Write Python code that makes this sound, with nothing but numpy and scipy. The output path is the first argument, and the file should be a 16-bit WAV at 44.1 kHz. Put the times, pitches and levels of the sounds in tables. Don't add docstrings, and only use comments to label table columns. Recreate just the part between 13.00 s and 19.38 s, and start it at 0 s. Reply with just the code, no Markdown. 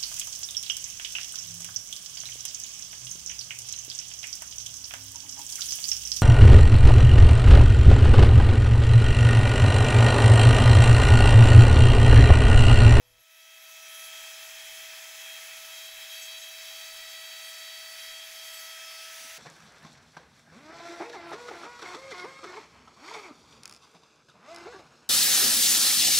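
import sys
import numpy as np
from scipy import signal
from scipy.fft import irfft
from scipy.io import wavfile
from scipy.ndimage import uniform_filter1d

SR = 44100
rng = np.random.default_rng(int(sys.argv[2]) if len(sys.argv) > 2 else 0)


def volts_from_decibels(level):
    exponent = np.asarray(level, float) / 20
    return 10 ** exponent


def dump_mix(stems):
    frames = np.atleast_2d(stems).T
    limited = np.clip(frames, -1, 1)
    pcm = np.round(limited * 32767).astype(np.int16)
    wavfile.write(sys.argv[1], SR, pcm)


N = 281358
TIME = np.arange(N) / SR


def evened(x):
    return x / np.sqrt(np.mean(abs(x) ** 2) + 1e-20)


def curve(rows, t):
    s, *columns = np.transpose(rows)
    return [np.interp(t, s, c) for c in columns]


def read(points, hz):
    f, value = np.transpose(points)
    return np.interp(np.log(hz + 1), np.log(f + 1), value)


def span(s, length, edge):
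    to_nearest_end = np.minimum(TIME - s, s + length - TIME)
    return np.clip(to_nearest_end / edge + .5, 0, 1)


def wander(width_hz):
    step = 32
    a, b = rng.standard_normal((2, N // step + 200))
    r = np.exp(-np.pi * abs(width_hz) * step / SR)
    smooth = signal.lfilter([1], [1, -r], a + 1j * b)
    z = evened(smooth[199:])
    at = np.arange(len(z)) * step / SR
    return np.interp(TIME, at, z.real) + 1j * np.interp(TIME, at, z.imag)


def tone(turns, db, slow=.3, skirt=.3, firm_db=0):
    shape = volts_from_decibels(firm_db) + slow * wander(width_hz=19) + skirt * wander(width_hz=55)
    size = np.sqrt(2 / (1 + slow ** 2 + skirt ** 2))
    spin = np.exp(2j * np.pi * (turns + rng.random()))
    return size * volts_from_decibels(db) * (shape * spin).real


# pitch in Hz, width in Hz, starting level in dB, fall in dB per second.
ROOM_HUM = [(115.7, 7, -72, 5), (495, 0.91, -71, 52), (39.6, 23, -75, 5), (300, 250, -84, 5),
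            (900, 500, -77, 5)]


def room_tone():
    end_s, fade_s = 0.23, 0.025
    hum = np.zeros(N)
    for hz, width_hz, db, fall_db in ROOM_HUM:
        spin = np.exp(2j * np.pi * hz * TIME)
        drift = evened(12 / width_hz + wander(width_hz))
        hum += np.sqrt(2) * volts_from_decibels(db - fall_db * TIME) * (spin * drift).real
    return hum * np.clip((end_s - TIME) / fade_s, 0, 1)


# order, level in dB against the other router sounds,
# roughness (share of shiver around the line, scaled below).
ORDERS = [(1, -59.5, .1), (2, -63.5, .2), (3, -65, .25), (4, -59.5, .3), (5, -53.3, .32), (6, -59.5, .35),
          (7, -58, .4), (8, -60, .4), (9, -62.5, .6), (10, -63.5, .8), (11, -69, 1.2), (12, -67, .5),
          (13, -71, .6), (14, -75, .6), (15, -68.5, .5), (16, -68.5, .7), (17, -67, 1.6), (18, -65.5, 2.2),
          (19, -70, 2.3), (20, -73, 2.2), (21, -78, 1.5), (22, -77, 1.2), (23, -74, 1.6), (24, -65.5, .5)]
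# start in seconds, length in seconds, centre order, spread in orders, strength in dB before scaling.
CHATTER = [(0, .17, 17.9, 1, 13), (0.186, .06, 17.9, 1, 14), (0.296, .14, 17.9, 1, 12),
           (0.51, 0.25, 18.4, 1.1, 12.5), (.15, 0.96, 22, 1.6, 7), (0.874, 0.23, 17.3, 1.1, 13.5),
           (2.38, 0.33, 17.5, 1.2, 6), (2.678, 1.0, 18.3, 1.3, 9), (3.2, 0.083, 5.5, 1, -4),
           (3.211, 0.059, 11.5, 1.5, 8.5), (3.365, .08, 11, 1, 9), (3.386, 0.034, 5.5, 1, -9.5),
           (4.301, 1.2, 15.4, .7, 5), (5.42, .09, 20, 2.4, 8), (5.5, 0.28, 17.5, .8, 8),
           (5.53, 0.074, 12, 1.3, 9.5), (5.52, .2, 21.3, 1.8, 12), (5.88, .45, 14, .5, 9)]
# start in seconds, length in seconds, order, change in dB before scaling.
SWELLS = [(0.127, 1.18, 2, 4.5), (1.5, 0.27, 2, -17), (2.18, 0.18, 2, -11), (2.747, 0.96, 2, -7.5),
          (5.498, 0.86, 2, 3), (5.85, 0.27, 2, 3), (.3, 0.23, 3, 6), (.6, 0.67, 3, -15), (1.2, 2.8, 3, -2),
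          (3.78, 1.42, 3, 7.5), (5.457, 0.27, 3, 7), (0, 1.32, 4, 3), (0.304, 0.53, 4, 2),
          (1.5, 0.11, 4, -6), (1.8, .6, 4, 0.5), (2.42, 0.31, 4, 3), (2.982, 0.46, 4, 4),
          (4.85, .65, 4, -8.5), (5.804, .3, 4, 3), (0.197, 0.18, 5, -25), (.68, 0.16, 5, -14),
          (1.066, 0.23, 5, 1.5), (1.355, 0.25, 5, -3.5), (1.813, 0.38, 5, -6), (2.18, 0.21, 5, 3),
          (2.42, 0.29, 5, -5), (3.11, .4, 5, 4.5), (4.837, 0.15, 5, -4), (4.994, 0.26, 5, 2),
          (5.25, 0.11, 5, -5), (5.37, .22, 5, 3.5), (5.882, 0.23, 5, -1), (1.05, 1.1, 6, -4),
          (1.8, .32, 6, -3), (2.4, .16, 6, -11), (2.76, 2.1, 6, 5), (3.1, 0.34, 6, 4), (4.983, 0.16, 6, 6),
          (5.747, .63, 6, -15), (0, 2.4, 7, -12), (2.406, 0.77, 7, -2.5), (3.143, .25, 7, 3.5),
          (3.736, 2.0, 7, 3.5), (4.148, 0.8, 7, 2), (5.2, .17, 7, -4), (5.746, .13, 7, -12),
          (5.88, 0.12, 7, 3.5), (.15, 1.09, 8, -7), (2.25, 0.42, 8, -2), (4.95, 1.1, 8, 1.5),
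          (5.85, .3, 8, 3.5), (.3, 0.77, 9, 4.5), (3.9, 0.6, 9, -5), (5.72, .6, 9, 3.5), (.6, 0.2, 10, 6),
          (3.15, .75, 10, 4), (4.65, .8, 10, -3), (4.35, 1, 12, 0), (4.35, 0.86, 13, 6),
          (1.35, 0.38, 17, 1), (3.45, 0.44, 17, -8), (4.95, 1.0, 24, -5), (5.3, .6, 16, 0)]
# time in seconds, mean slip in Hz, rms wobble in Hz,
# both per order, and reduced for orders of roughness under 1.
SLIP = [(0, -0.701, .5), (.8, -0.498, 0.49), (.88, -0.033, .15), (1.2, -0.003, 0.26), (2.3, -.3, 1),
        (3.7, -.3, 0.92), (3.9, 0, 0.4), (5.36, 0, 0.53), (5.42, -0.91, 0.81), (5.66, -0.88, .7),
        (5.72, -0.014, 0.44), (6.38, 0.022, 0.36)]
ARMATURE_ORDERS = (1, 12, 15, 16, 24)


def orders(turns):
    load_db = np.zeros((len(ORDERS) + 1, N))
    for s, length, order, db in SWELLS:
        load_db[round(order)] += db * span(s, length, edge=0.023)
    load_db[4:9] += -15 * np.clip((TIME - 6.08) / 0.12, 0, 1)
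    load_db[2:9] += [1.27 * wander(width_hz=2.8).real for _ in range(2, 9)]
    load_db[9:24] += 2.3 * wander(width_hz=8.2).real

    slip_hz, wobble_hz = curve(SLIP, TIME)
    wobble = wobble_hz * np.sqrt(2) * wander(width_hz=25.2).real
    lag = np.cumsum(slip_hz + wobble) / SR

    flares = [signal.windows.tukey(round(length * SR), .15) for _, length, *_ in CHATTER]
    out = np.zeros(N)
    for k, (_, db, rough) in enumerate(ORDERS, 1):
        flare_db = np.zeros(N)
        for (s, _, centre, spread, lift_db), flare in zip(CHATTER, flares):
            nearness = np.exp(-((k - centre) / spread) ** 2 / 2)
            flare_db[round(s * SR):][:len(flare)] += lift_db * nearness * flare
        slips = k not in ARMATURE_ORDERS
        order_turns = k * (turns + slips * min(rough, 1) * lag)
        level_db = db + 0.62 * load_db[k] + 0.57 * flare_db
        firm_db = 0.77 * flare_db + .45 * load_db[k]
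        slow = (.3 if k <= 8 else .6) * rough
        out += tone(order_turns, level_db, slow, 0.88 * rough, firm_db)
    return out


# times the bearing,
# times the shaft, level in dB against the other router sounds, dB gained along the stroke.
BEARING = [(1, 0, -61.5, -4), (1, 2, -70.5, 2), (1, 3, -67, 6), (1, 4, -71, 0), (2, 0, -66, -2),
           (2, 2, -72, 0), (3, 0, -76, 0)]
# shaft order, offset in Hz, level in dB against the other router sounds.
SLOT_SIDES = [(12, -720, -68), (12, -480, -67), (12, -240, -69), (12, 240, -74), (24, -480, -78),
              (24, -240, -79)]
# time in seconds, way along the stroke from 0 to 1, lift from 0 to 1.
POSE = [(0, 0.8, 0.2), (1, 0.64, 0.06), (2.4, 0, 0.3), (3.2, 0.8, 0.05), (3.6, 0.8, 0.02), (4.6, 1, 0.13),
        (5.7, 1, 0.37), (5.85, 1, 0.36), (6.1, .9, 0.86), (6.38, .9, 1)]


def side_tones(turns):
    bearing_per_turn = 4.098
    way = curve(POSE, TIME)[0]
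    out = np.zeros(N)
    for m, n, db, gain_db in BEARING:
        out += tone((m * bearing_per_turn + n) * turns, db + gain_db * way, 0.86, 0.17)
    for k, hz, db in SLOT_SIDES:
        out += tone(k * turns + hz * TIME, db, 1.0, 0.1)
    return out


# pitch in Hz, dB early in the stroke, dB late in the stroke, dB when lifted.
HISS = [(150, -29, -30, -26), (320, -27, -27, -23), (570, -22.5, -22.5, -19), (800, -8.5, -12.5, -10),
        (1150, -12.5, -13.5, -12), (1700, -3.5, -5.5, -2), (2250, -1, -4, -2), (3500, -4.5, -4, -3),
        (4250, -8.5, -11, -7), (5500, -10.5, -9.5, -5), (6200, -6.5, -8, -4), (7400, -8.5, -14, -13),
        (8800, -21, -16, -13), (10100, -10, -14, -11), (12000, -13.3, -13.5, -14),
        (13800, -14, -15.5, -14.5), (15700, -13.5, -14, -13.5)]
# pitch in Hz, width in Hz, height in dB.
CAVITY = [(1900, 77, 2.5), (2500, 150, 3), (2850, 85, -10.5), (3206, 154, 6), (4740, 220, -2.5),
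          (5180, 59, 7.5), (6520, 290, 2.5)]
# time in seconds, pitch in Hz, depth in dB.
HOLLOW = [(5.68, 13700, 0), (5.76, 13500, -6), (6.05, 13500, -7), (6.2, 13200, -7), (6.38, 12800, -7)]


def hiss(turns):
    frames, hz = N // 256 + 5, np.fft.rfftfreq(1024, 1 / SR)
    a, b, patches = rng.standard_normal((frames, 513, 3)).T
    t = np.arange(frames) * 256 / SR
    hz_column = hz[:, None]

    way, lift = np.clip(curve(POSE, t), 0, 1)
    f, *columns = np.transpose(HISS)
    early, late, lifted = (read(np.c_[f, c], hz)[:, None] for c in columns)
    cavity = sum(db * np.exp(-((hz - f) / w) ** 2 / 2) for f, w, db in CAVITY)[:, None]
    on_board = (1 - way) * early + way * late + cavity
    colour_db = (1 - lift) * on_board + lift * lifted
    hollow_hz, hollow_db = curve(HOLLOW, t)
    colour_db += hollow_db * np.exp(-((hz_column - hollow_hz) / 420) ** 2 / 2)

    patches = evened(uniform_filter1d(uniform_filter1d(patches, 40, 0), 16, 1))
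    gusts = evened(uniform_filter1d(rng.standard_normal(frames), 14))
    gusts_db = .7 * gusts * np.clip(hz_column / 9000, 0, 1)
    z = (a + 1j * b) * volts_from_decibels(colour_db + .6 * patches + gusts_db)
    z *= np.clip(hz_column / 130, 0, 1) ** 2
    air = evened(signal.istft(z, nperseg=1024, noverlap=768)[1][:N])

    high_pass = signal.butter(2, 4000, "high", fs=SR, output="sos")
    treble = signal.sosfilt(high_pass, air)
    puff = .33 * np.cos(2 * np.pi * turns) + .15 * np.cos(4 * np.pi * turns)
    return volts_from_decibels(-46.0) * (air + puff * treble)


# pitch in Hz, level in dB.
RUMBLE = [(10, -11), (22, -5.5), (45, -14.5), (90, -18.5), (150, -24.5), (300, -36)]
# start in seconds, length in seconds, dB above the steady shaking.
BUMPS = [(.97, 0.28, 7), (1.45, 0.48, 8), (2.52, .14, 8), (2.695, .1, 8), (2.88, .18, 11), (3.22, 0.22, 8),
         (3.55, .6, 8.5), (3.92, 0.11, 5), (4.92, .15, 8), (5.08, 0.1, 13), (5.25, .7, 4), (6.255, .12, 14)]
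# time in seconds, rms level in dB.
FADE = [(0.0, -65.5), (0.41, -53), (0.78, -46.5), (1.17, -42.5), (3.43, -43), (3.64, -42), (4.55, -43),
        (6.38, -43)]


def rumble():
    steady_db = -41
    a, b = rng.standard_normal((2, N // 2 + 1))
    colour_db = read(RUMBLE, np.fft.rfftfreq(N, 1 / SR))
    low = irfft((a + 1j * b) * volts_from_decibels(colour_db), N)
    bump_db = sum(db * span(s, length, edge=0.068) for s, length, db in BUMPS)
    return volts_from_decibels(curve(FADE, TIME)[0] + steady_db + bump_db) * evened(low)


# start in seconds, level in dB of the main sine before its rise and decay, pitch in Hz.
KNOCKS = [(6.207, -60, 258), (6.246, -55, 260)]


def knocks():
    decay_s, rise_s = 0.091, 0.0024
    out, t = np.zeros(N), np.arange(3000) / SR
    for s, db, hz in KNOCKS:
        ring = np.sin(2 * np.pi * hz * t) + .6 * np.sin(2 * np.pi * 0.74 * hz * t)
        rise = 1 - np.exp(-t / rise_s)
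        out[round(s * SR):][:len(t)] += volts_from_decibels(db - 60 * t / decay_s) * rise * ring
    return out


# time in seconds, turns per second in Hz.
SHAFT = [(0, 649.25), (1.0, 649.25), (1.6, 649.4), (2.3, 649.35), (3.0, 649.15), (4.5, 649.1), (5.3, 649.2),
         (6.0, 649.4), (6.38, 649.35)]


def scene():
    turns = np.cumsum(curve(SHAFT, TIME)[0]) / SR
    router = orders(turns) + side_tones(turns) + hiss(turns)
    faded_router = evened(router) * volts_from_decibels(curve(FADE, TIME)[0])
    mono = faded_router + rumble() + knocks() + room_tone()
    return np.array([mono, mono])


def top_cut(x):
    return signal.sosfilt(signal.butter(12, 16510, fs=SR, output="sos"), x)


def record(dry):
    low_pass = signal.firwin(2047, 15760, window=("kaiser", 9), fs=SR)
    mix = signal.oaconvolve(dry, low_pass[None], "same")
    return top_cut(mix)


dry = scene()
out = record(dry)
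dump_mix(out)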